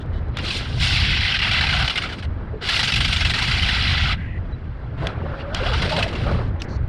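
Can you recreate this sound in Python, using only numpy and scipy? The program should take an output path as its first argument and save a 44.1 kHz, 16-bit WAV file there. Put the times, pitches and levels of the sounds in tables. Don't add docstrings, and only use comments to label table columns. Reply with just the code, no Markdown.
import sys
import numpy as np
from scipy import signal
from scipy.fft import rfft, irfft, next_fast_len
from scipy.io import wavfile
from scipy.ndimage import uniform_filter1d, map_coordinates

SR = 44100
rng = np.random.default_rng(int(sys.argv[2]) if len(sys.argv) > 2 else 0)


def persist_wave(psi):
    counts = np.round(np.clip(psi, -1, 1) * 32767).astype(np.int16)
    wavfile.write(sys.argv[1], SR, np.atleast_2d(counts).T)


N = 303701
T = np.arange(N) / SR


def amp(db):
    return 10 ** (np.asarray(db) / 20)


def unit(x):
    return x / np.sqrt(np.mean(x ** 2) + 1e-20)


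def curves(rows):
    time_s, *columns = np.transpose(rows)
    return [np.interp(T, time_s, column) for column in columns]


def wobble(knots_per_s):
    knots = rng.standard_normal(int(N * knots_per_s / SR) + 4)
    return map_coordinates(knots, [T * knots_per_s])


def filtered(x, response):
    n = x.shape[-1]
    m = next_fast_len(n + 8192)
    spectrum = rfft(x, m) * response(np.fft.rfftfreq(m, 1 / SR))
    return irfft(spectrum, m)[..., :n]


def colour(points):
    freq_hz, level_db = np.transpose(points)
    return lambda f: amp(np.interp(np.log(f + 1), np.log(freq_hz + 1), level_db))


def modes(table):
    def response(f):
        total = 0
        for k, (centre_hz, width_hz, level_db) in enumerate(table):
            damping = 1j * f * width_hz
            total = total + (-1) ** k * amp(level_db) * damping / (centre_hz ** 2 - f * f + damping)
        return total
    return response


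def unit_gain(response):
    return 1 / np.sqrt(np.mean(np.abs(response(np.linspace(0, SR / 2, num=4096))) ** 2))


def noise(patchy_db):
    z = signal.stft(rng.standard_normal(N), nperseg=256)[2]
    field = uniform_filter1d(rng.standard_normal(z.shape), 3, axis=0)
    field = uniform_filter1d(field, 5, axis=1)
    patched = z * amp(patchy_db * unit(field))
    return unit(signal.istft(patched, nperseg=256)[1][:N])


# start_s, level_db, skip_depth_db (no skip if <= 0)
BITES = [(.444, -32, 0), (0.5044, -29.5, 3.5), (0.7995, -31, -20.5), (.9984, -24, 1), (1.167, -22, 0.5),
         (1.206, -24.5, 4.5), (1.2486, -22, 3), (1.3394, -28, 4.5), (1.389, -30.5, 11), (1.417, -42, 9),
         (1.51, -15.5, 4), (1.532, -24, 0.5), (1.585, -25.5, -4.5), (1.6093, -17, 5), (1.667, -18.5, 3),
         (1.689, -20.5, 9.5), (1.7085, -19, 3), (1.725, -29, 6.5), (1.7885, -28, 5), (1.824, -19.5, 4),
         (1.843, -29.5, 8.5), (1.8768, -16.5, 4), (1.8967, -21, 13), (1.956, -17, 2.5), (1.974, -18, 8),
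         (2.019, -21, -9), (2.0347, -23, 5), (2.0892, -36, 8), (2.1245, -28, 4), (2.1835, -37, -5),
         (2.225, -36.5, 9), (2.671, -27.5, 2), (2.6879, -19, 2), (2.743, -32.5, 0.5), (2.791, -24.5, 6.5),
         (2.8294, -26, 8.5), (2.874, -21.5, 7.5), (2.9194, -14, 6), (2.9375, -16.5, 11),
         (2.958, -17.5, 9.5), (3.004, -18, 9), (3.046, -16, 2), (3.078, -22, 6), (3.125, -17, 1),
         (3.1613, -20, 3.5), (3.2056, -20, 3.5), (3.248, -17.5, 8.5), (3.296, -19.5, 9),
         (3.3366, -19.5, 9.5), (3.383, -21.5, 2.5), (3.419, -19, 2), (3.475, -24.5, 3.5), (3.512, -18, 1),
         (3.572, -23, 1), (3.622, -20, 3.5), (3.684, -21, -3), (3.7185, -24, -5), (3.973, -21.5, 3),
         (4.028, -22.5, -1), (5.5634, -31.5, -4), (5.586, -45, -1), (5.6615, -26, -18), (5.7159, -37.5, 7),
         (5.7334, -26.5, 2), (5.794, -33, -1), (5.8185, -21, 4), (5.892, -23, 4), (5.918, -22, -3),
         (5.963, -21.5, 5), (5.9883, -21, -7), (6.025, -18.5, 4), (6.078, -29, -3), (6.128, -33, 6),
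         (6.152, -31.5, 3), (6.31, -35, 4)]
# centre_hz, width_hz, level_db
BLADE_MODES = [(2008, 207, 12), (2866, 430, 4.5), (3404, 82, 1.5), (4016, 48, 5), (4640, 100, -4)]
# centre_hz, width_hz, level_db
GRIND_MODES = [(735, 246, -3.5), (1340, 189, 1), (1568, 210, -1)]
# freq_hz, level_db
SCRAPE_COLOUR = [(900, -39.5), (1500, -10), (1900, -8.5), (3500, 4.5), (4800, 1.5), (5300, -1),
                 (5800, -7.5), (6150, -25), (7500, -56), (16000, -100)]
# freq_hz, level_db
SHAVINGS_COLOUR = [(4500, -6), (6000, 1.5), (6600, -2), (7200, -2), (7800, -6), (8400, -2), (9500, -8.5),
                   (10300, -13), (11800, -18.5), (13000, -24), (14000, -35.5), (15500, -47)]
SKIP_S, CATCH_S, TEAR_S = .012, 0.002, 0.017
SNAP_S, SNAP_DB = 0.0017, -5


def auger():
    scrape_db, fine_db, low_db, upper_db = contact()
    power = amp(scrape_db) ** 2
    t = T[:SR // 10]
    for start_s, level_db, skip_db in BITES:
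        i = round(start_s * SR)
        skip_shape = np.exp(-(t[::-1] / SKIP_S) ** 2)
        power[i - len(t):i] *= amp(-max(skip_db, 0) * skip_shape) ** 2
        tear = np.exp(-(t / TEAR_S) ** 2)
        snap = amp(SNAP_DB) * np.exp(-t / SNAP_S)
        catch = 1 - np.exp(-t / CATCH_S)
        power[i:i + len(t)] += (amp(level_db) * (tear + snap) * catch) ** 2

    flicker = unit(amp(0.52 * wobble(50) + 0.2 * wobble(300)))
    force = np.sqrt(power) * flicker
    crumbs = force * (noise(1.5) + 0.45 * chips(count=7000))

    def body(f):
        return colour(SCRAPE_COLOUR)(f) * (1 + 0.87 * np.abs(modes(BLADE_MODES)(f)))

    def grind(f):
        return modes(GRIND_MODES)(f) / (1 + (f / 2000) ** 4) / (1 + (550 / (f + 1)) ** 4)

    shavings = colour(SHAVINGS_COLOUR)
    spray = uniform_filter1d(force, size=SR // 120) * amp(fine_db) * noise(3.1)
    upper = filtered(crumbs, lambda f: 1 / (1 + (2800 / (f + 1)) ** 4))
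    tilted = crumbs + (amp(upper_db) - 1) * upper
    out = amp(-3.5) * unit_gain(body) * filtered(tilted, body)
    out += unit_gain(grind) * filtered(amp(low_db) * crumbs, grind)
    return out + unit_gain(shavings) * filtered(spray, shavings)


# shavings_db, grind_db, upper_modes_db
CUTS = [
    [(.32, -59, -40, -7, 0), (.372, -36, -32, -8, -12), (.395, -28, -34, -11, -3), (.42, -37, -18, -13, -4),
     (.46, -30.5, -16, -9, 4.5), (.58, -32.5, -9.5, -15, 8.5), (.61, -29, -22, -11, -4.5),
     (.68, -40.5, -14, -9.5, 3.5), (.77, -44.5, -11, -6, 9.5), (.83, -25.5, -11.5, -10, 8.5),
     (1.1, -19.5, -28.5, -18.5, -3.5), (1.5, -18, -28.5, -16, -5.5), (1.84, -21, -22, -7, -1),
     (1.93, -32.5, -19, -10, 3), (2.13, -29, -25.5, -10.5, -9.5), (2.17, -47, -16, -14, 3),
     (2.26, -39, -21, -8, -3)],
    [(2.61, -41, -27, 3, 5), (2.64, -31, -16.5, -8, 2), (2.77, -21.5, -15, -11.5, 4.5),
     (3.05, -24, -18, -13, 0), (3.45, -24, -18.5, -11, 0.5), (3.9, -19.5, -27, -16, -4),
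     (4.135, -21, -28.5, -13, -7), (4.165, -40, -37, -13, -21), (4.38, -59, -41, -26, -13)],
    [(4.97, -44.5, -28, -4, -11), (5.05, -39, -21, -2, -5), (5.1, -42.5, -24, 0, -2),
     (5.15, -49.5, -28, -2, -12), (5.37, -47, -26, 1, -3), (5.41, -40, -28, -5, -4),
     (5.45, -50, -31, 2, -10), (5.53, -46.5, -26, 7, -2), (5.555, -31.5, -26, -7, -3),
     (5.62, -31, -25.5, -5.5, -6), (5.68, -30, -21.5, -0.5, 2.5), (5.98, -28, -19.5, -17.5, -2),
     (6.09, -36.5, -20.5, -20, -3), (6.33, -37.5, -21.5, -16, -2), (6.5, -59, -14, -1, 6)],
]
# scrape_db, shavings_db, grind_db, upper_modes_db
RESTING = (-56, -25.5, -0.5, -6.5)


def contact():
    out = np.outer(RESTING, np.ones(N))
    for rows in CUTS:
        cutting = (T >= rows[0][0]) & (T <= rows[-1][0])
        out = np.where(cutting, curves(rows), out)
    return uniform_filter1d(out, size=SR // 100, axis=1)


def chips(count):
    u, z = rng.random((count, 2)), rng.standard_normal((count, 2))
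    t = T[:400]
    pitch_hz = 2700 * np.exp(0.3817 * z[:, :1])
    envelope = amp(1.95 * z[:, 1:] - 60 * t * pitch_hz / 60) * (1 - np.exp(-t / 0.00013))
    splinters = envelope * np.sin(2 * np.pi * pitch_hz * t)
    at = (u[:, :1] * N).astype(int) + np.arange(len(t))
    return unit(np.bincount(at.ravel(), splinters.ravel())[:N])


PING_HZ, PING_LOG_SPREAD = 2500, .2
PING_T60_S, PING_DB = 0.071, 0


def pings():
    out, t = np.zeros(N), T[:SR // 20]
    draws = rng.standard_normal((len(BITES), 2))
    for (start_s, bite_db, _), (pitch_draw, level_draw) in zip(BITES, draws):
        pitch_hz = PING_HZ * np.exp(PING_LOG_SPREAD * pitch_draw)
        decay = amp(bite_db + PING_DB + 2.3 * level_draw - 60 * t / PING_T60_S)
        ring = decay * np.sin(2 * np.pi * pitch_hz * t) * (1 - np.exp(-t / CATCH_S))
        out[round(start_s * SR):][:len(t)] += ring
    return out


# start_s, level_db (before the resonances), centre_hz, crack_t60_s
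KNOCKS = [(.0603, -39, 1900, .02), (.2843, -36, 2000, .015), (.3705, -9, 3600, .025),
          (.387, -13.5, 2200, .03), (2.626, -21.5, 2200, .02), (5.070, -6.5, 3300, .02),
          (5.5465, -1.5, 3300, .02), (6.619, -10.5, 4600, .025)]


def knocks():
    out, t = np.zeros(N), T[:SR // 10]
    for start_s, level_db, centre_hz, t60_s in KNOCKS:
        blow = 0.94 * amp(-60 * t / 0.009) * np.sign(rng.standard_normal(len(t)))
        crack = amp(-60 * t / abs(t60_s)) * rng.standard_normal(len(t))

        def snap(f):
            ring = modes([(centre_hz, 500, 0)])(f)
            broad = modes([(3000, 3500, -3)])(f)
            return (ring + broad) / (1 + 1j * f / 6000) ** 4

        out[round(start_s * SR):][:len(t)] += filtered(amp(level_db) * (blow + crack), snap)
    return out


# time_s, level_db
SLUSH = [(4.95, -54), (5.03, -32), (5.15, -36), (5.53, -42), (5.68, -32), (5.78, -33), (5.83, -27),
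         (5.88, -31), (5.99, -28), (6.09, -33.5), (6.22, -31.5), (6.27, -28), (6.31, -29.5), (6.42, -33.5),
         (6.55, -56), (6.62, -55)]
# start_s, end_s, start_hz, end_hz, level_db (before waver and flutter)
GLUGS = [(1.425, 1.602, 736, 780, -52), (1.593, 1.837, 750, 760, -38), (2.528, 2.6, 438, 410, -37),
         (2.6, 2.664, 475, 395, -37), (5.009, 5.046, 598, 720, -32), (5.034, 5.087, 570, 583, -34.5),
         (5.227, 5.48, 570, 555, -37.5), (5.466, 5.562, 555, 694, -34), (5.598, 5.651, 560, 543, -27),
         (5.653, 5.687, 638, 720, -25), (5.691, 5.765, 532, 403, -29.5), (5.72, 5.759, 906, 857, -25),
         (5.908, 6, 620, 571, -29), (5.916, 5.981, 873, 890, -27), (5.993, 6.009, 680, 750, -15),
         (6.01, 6.084, 680, 653, -32.5), (6.252, 6.29, 562, 634, -29)]


def hole():
    def cavity(f):
        return modes([(400, 400, -2), (750, 500, 0), (1200, 900, -5)])(f) / (1 + (f / 2500) ** 4)

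    slosh = unit(filtered(noise(4.5), cavity))
    wet = (T > SLUSH[0][0]) & (T < SLUSH[-1][0])
    out = wet * amp(curves(SLUSH)[0] + 0.93 * wobble(30)) * slosh
    waver, flutter, rasp = wobble(60), wobble(45), wobble(180)
    for start_s, end_s, start_hz, end_hz, level_db in GLUGS:
        pitch_hz = np.interp(T, [start_s, end_s], [start_hz, end_hz]) * (1 + 0.048 * waver)
        gate = np.clip(np.minimum(T - start_s, end_s - T) / 0.014, 0, 1)
        gate *= amp(2.6 * flutter + 3.6 * rasp)
        out += gate * amp(level_db) * np.sin(2 * np.pi * np.cumsum(pitch_hz) / SR)
    return out


# start_s, end_s, centre_hz, width_hz (of a resonance applied twice), level_db
SQUEAKS = [(0, .035, 3300, 1400, -50), (.125, .185, 3030, 110, -57), (.125, .2, 3700, 1200, -55),
           (4.17, 4.273, 1630, 130, -44), (4.18, 4.27, 2000, 450, -43), (4.25, 4.388, 1930, 200, -44),
           (4.2, 4.385, 2550, 700, -52), (4.52, 4.556, 3950, 60, -53), (6.595, 6.617, 3400, 900, -41),
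           (6.594, 6.616, 6000, 200, -55), (6.622, 6.655, 5000, 2500, -54), (6.682, 6.775, 4300, 700, -53),
           (6.682, 6.775, 5800, 1100, -59)]


def squeaks():
    out = np.zeros(N)
    for start_s, end_s, centre_hz, width_hz, level_db in SQUEAKS:
        t = T[round(start_s * SR):round(end_s * SR)]
        resonance = modes([(centre_hz, width_hz, 0)])
        band = unit(filtered(rng.standard_normal(SR // 3), lambda f: resonance(f) ** 2))
        gate = np.clip(np.minimum(t - start_s, end_s - t) / 0.0076, 0, 1)
        out[round(start_s * SR):][:len(t)] += amp(level_db) * band[-len(t):] * gate
    return out


# time_s, buffet_db, upper_lift_db, far_hiss_db
WIND = [(0.0, -36, 4, -39), (0.09, -21, -5.5, -36.5), (0.31, -30, -2, -34.5), (1.0, -18.5, -0.5, -35),
        (1.36, -28, 1, -39), (1.84, -22.5, 0.5, -39), (1.92, -34, -2, -35.5), (2.32, -24, -5, -35.5),
        (2.59, -32.5, -8.5, -37), (2.95, -24, 1.5, -37.5), (3.83, -23, 0, -37), (4.01, -19.5, 1, -40),
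        (4.76, -28.5, -4, -36.5), (5.08, -22.5, 2.5, -35.5), (5.12, -37.5, 9, -36), (5.22, -21, -1, -36.5),
        (5.37, -29.5, -2.5, -34.5), (5.81, -20, -1.5, -40), (5.85, -24.5, 8.5, -38),
        (6.14, -30, 1.5, -32.5), (6.35, -18, 3, -34), (6.67, -30.5, -8.5, -30.5), (6.83, -19.5, -6, -36.5),
        (6.89, -15.5, -5, -35)]
# freq_hz, level_db
BUFFET_COLOUR = [(12, -39), (20, -8), (54, 1), (81, 2), (120, -2), (242, -19), (400, -40.5), (520, -38.5),
                 (880, -120)]
# freq_hz, level_db
FAR_COLOUR = [(150, -1), (250, -2), (358, -6), (518, -9), (741, -13), (2000, -21), (5940, -64), (7720, -79),
              (13100, -120)]


def wind():
    buffet_db, lift_db, far_db = curves(WIND)
    rumble = filtered(rng.standard_normal(N), colour(BUFFET_COLOUR))
    buffet = unit(amp(1.7 * wobble(13)) * rumble)
    upper = filtered(buffet, lambda f: 1 / (1 + (110 / (f + 1)) ** 6))
    buffet += (amp(lift_db) - 1) * upper
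    hiss_gain = amp(far_db + 1.1 * wobble(9))
    hiss = unit(filtered(noise(2.04), colour(FAR_COLOUR)))
    return amp(buffet_db) * buffet + hiss_gain * hiss


def scene():
    return (auger() + pings() + knocks() + hole() + squeaks() + wind())[None]


CEILING, TOP_HZ = .52, 15500


def record(dry):
    soft = dry / (1 + np.abs(dry / CEILING) ** 3) ** (1 / 3)
    return filtered(soft, lambda f: f < TOP_HZ)


dry = scene()
out = record(dry)
persist_wave(out)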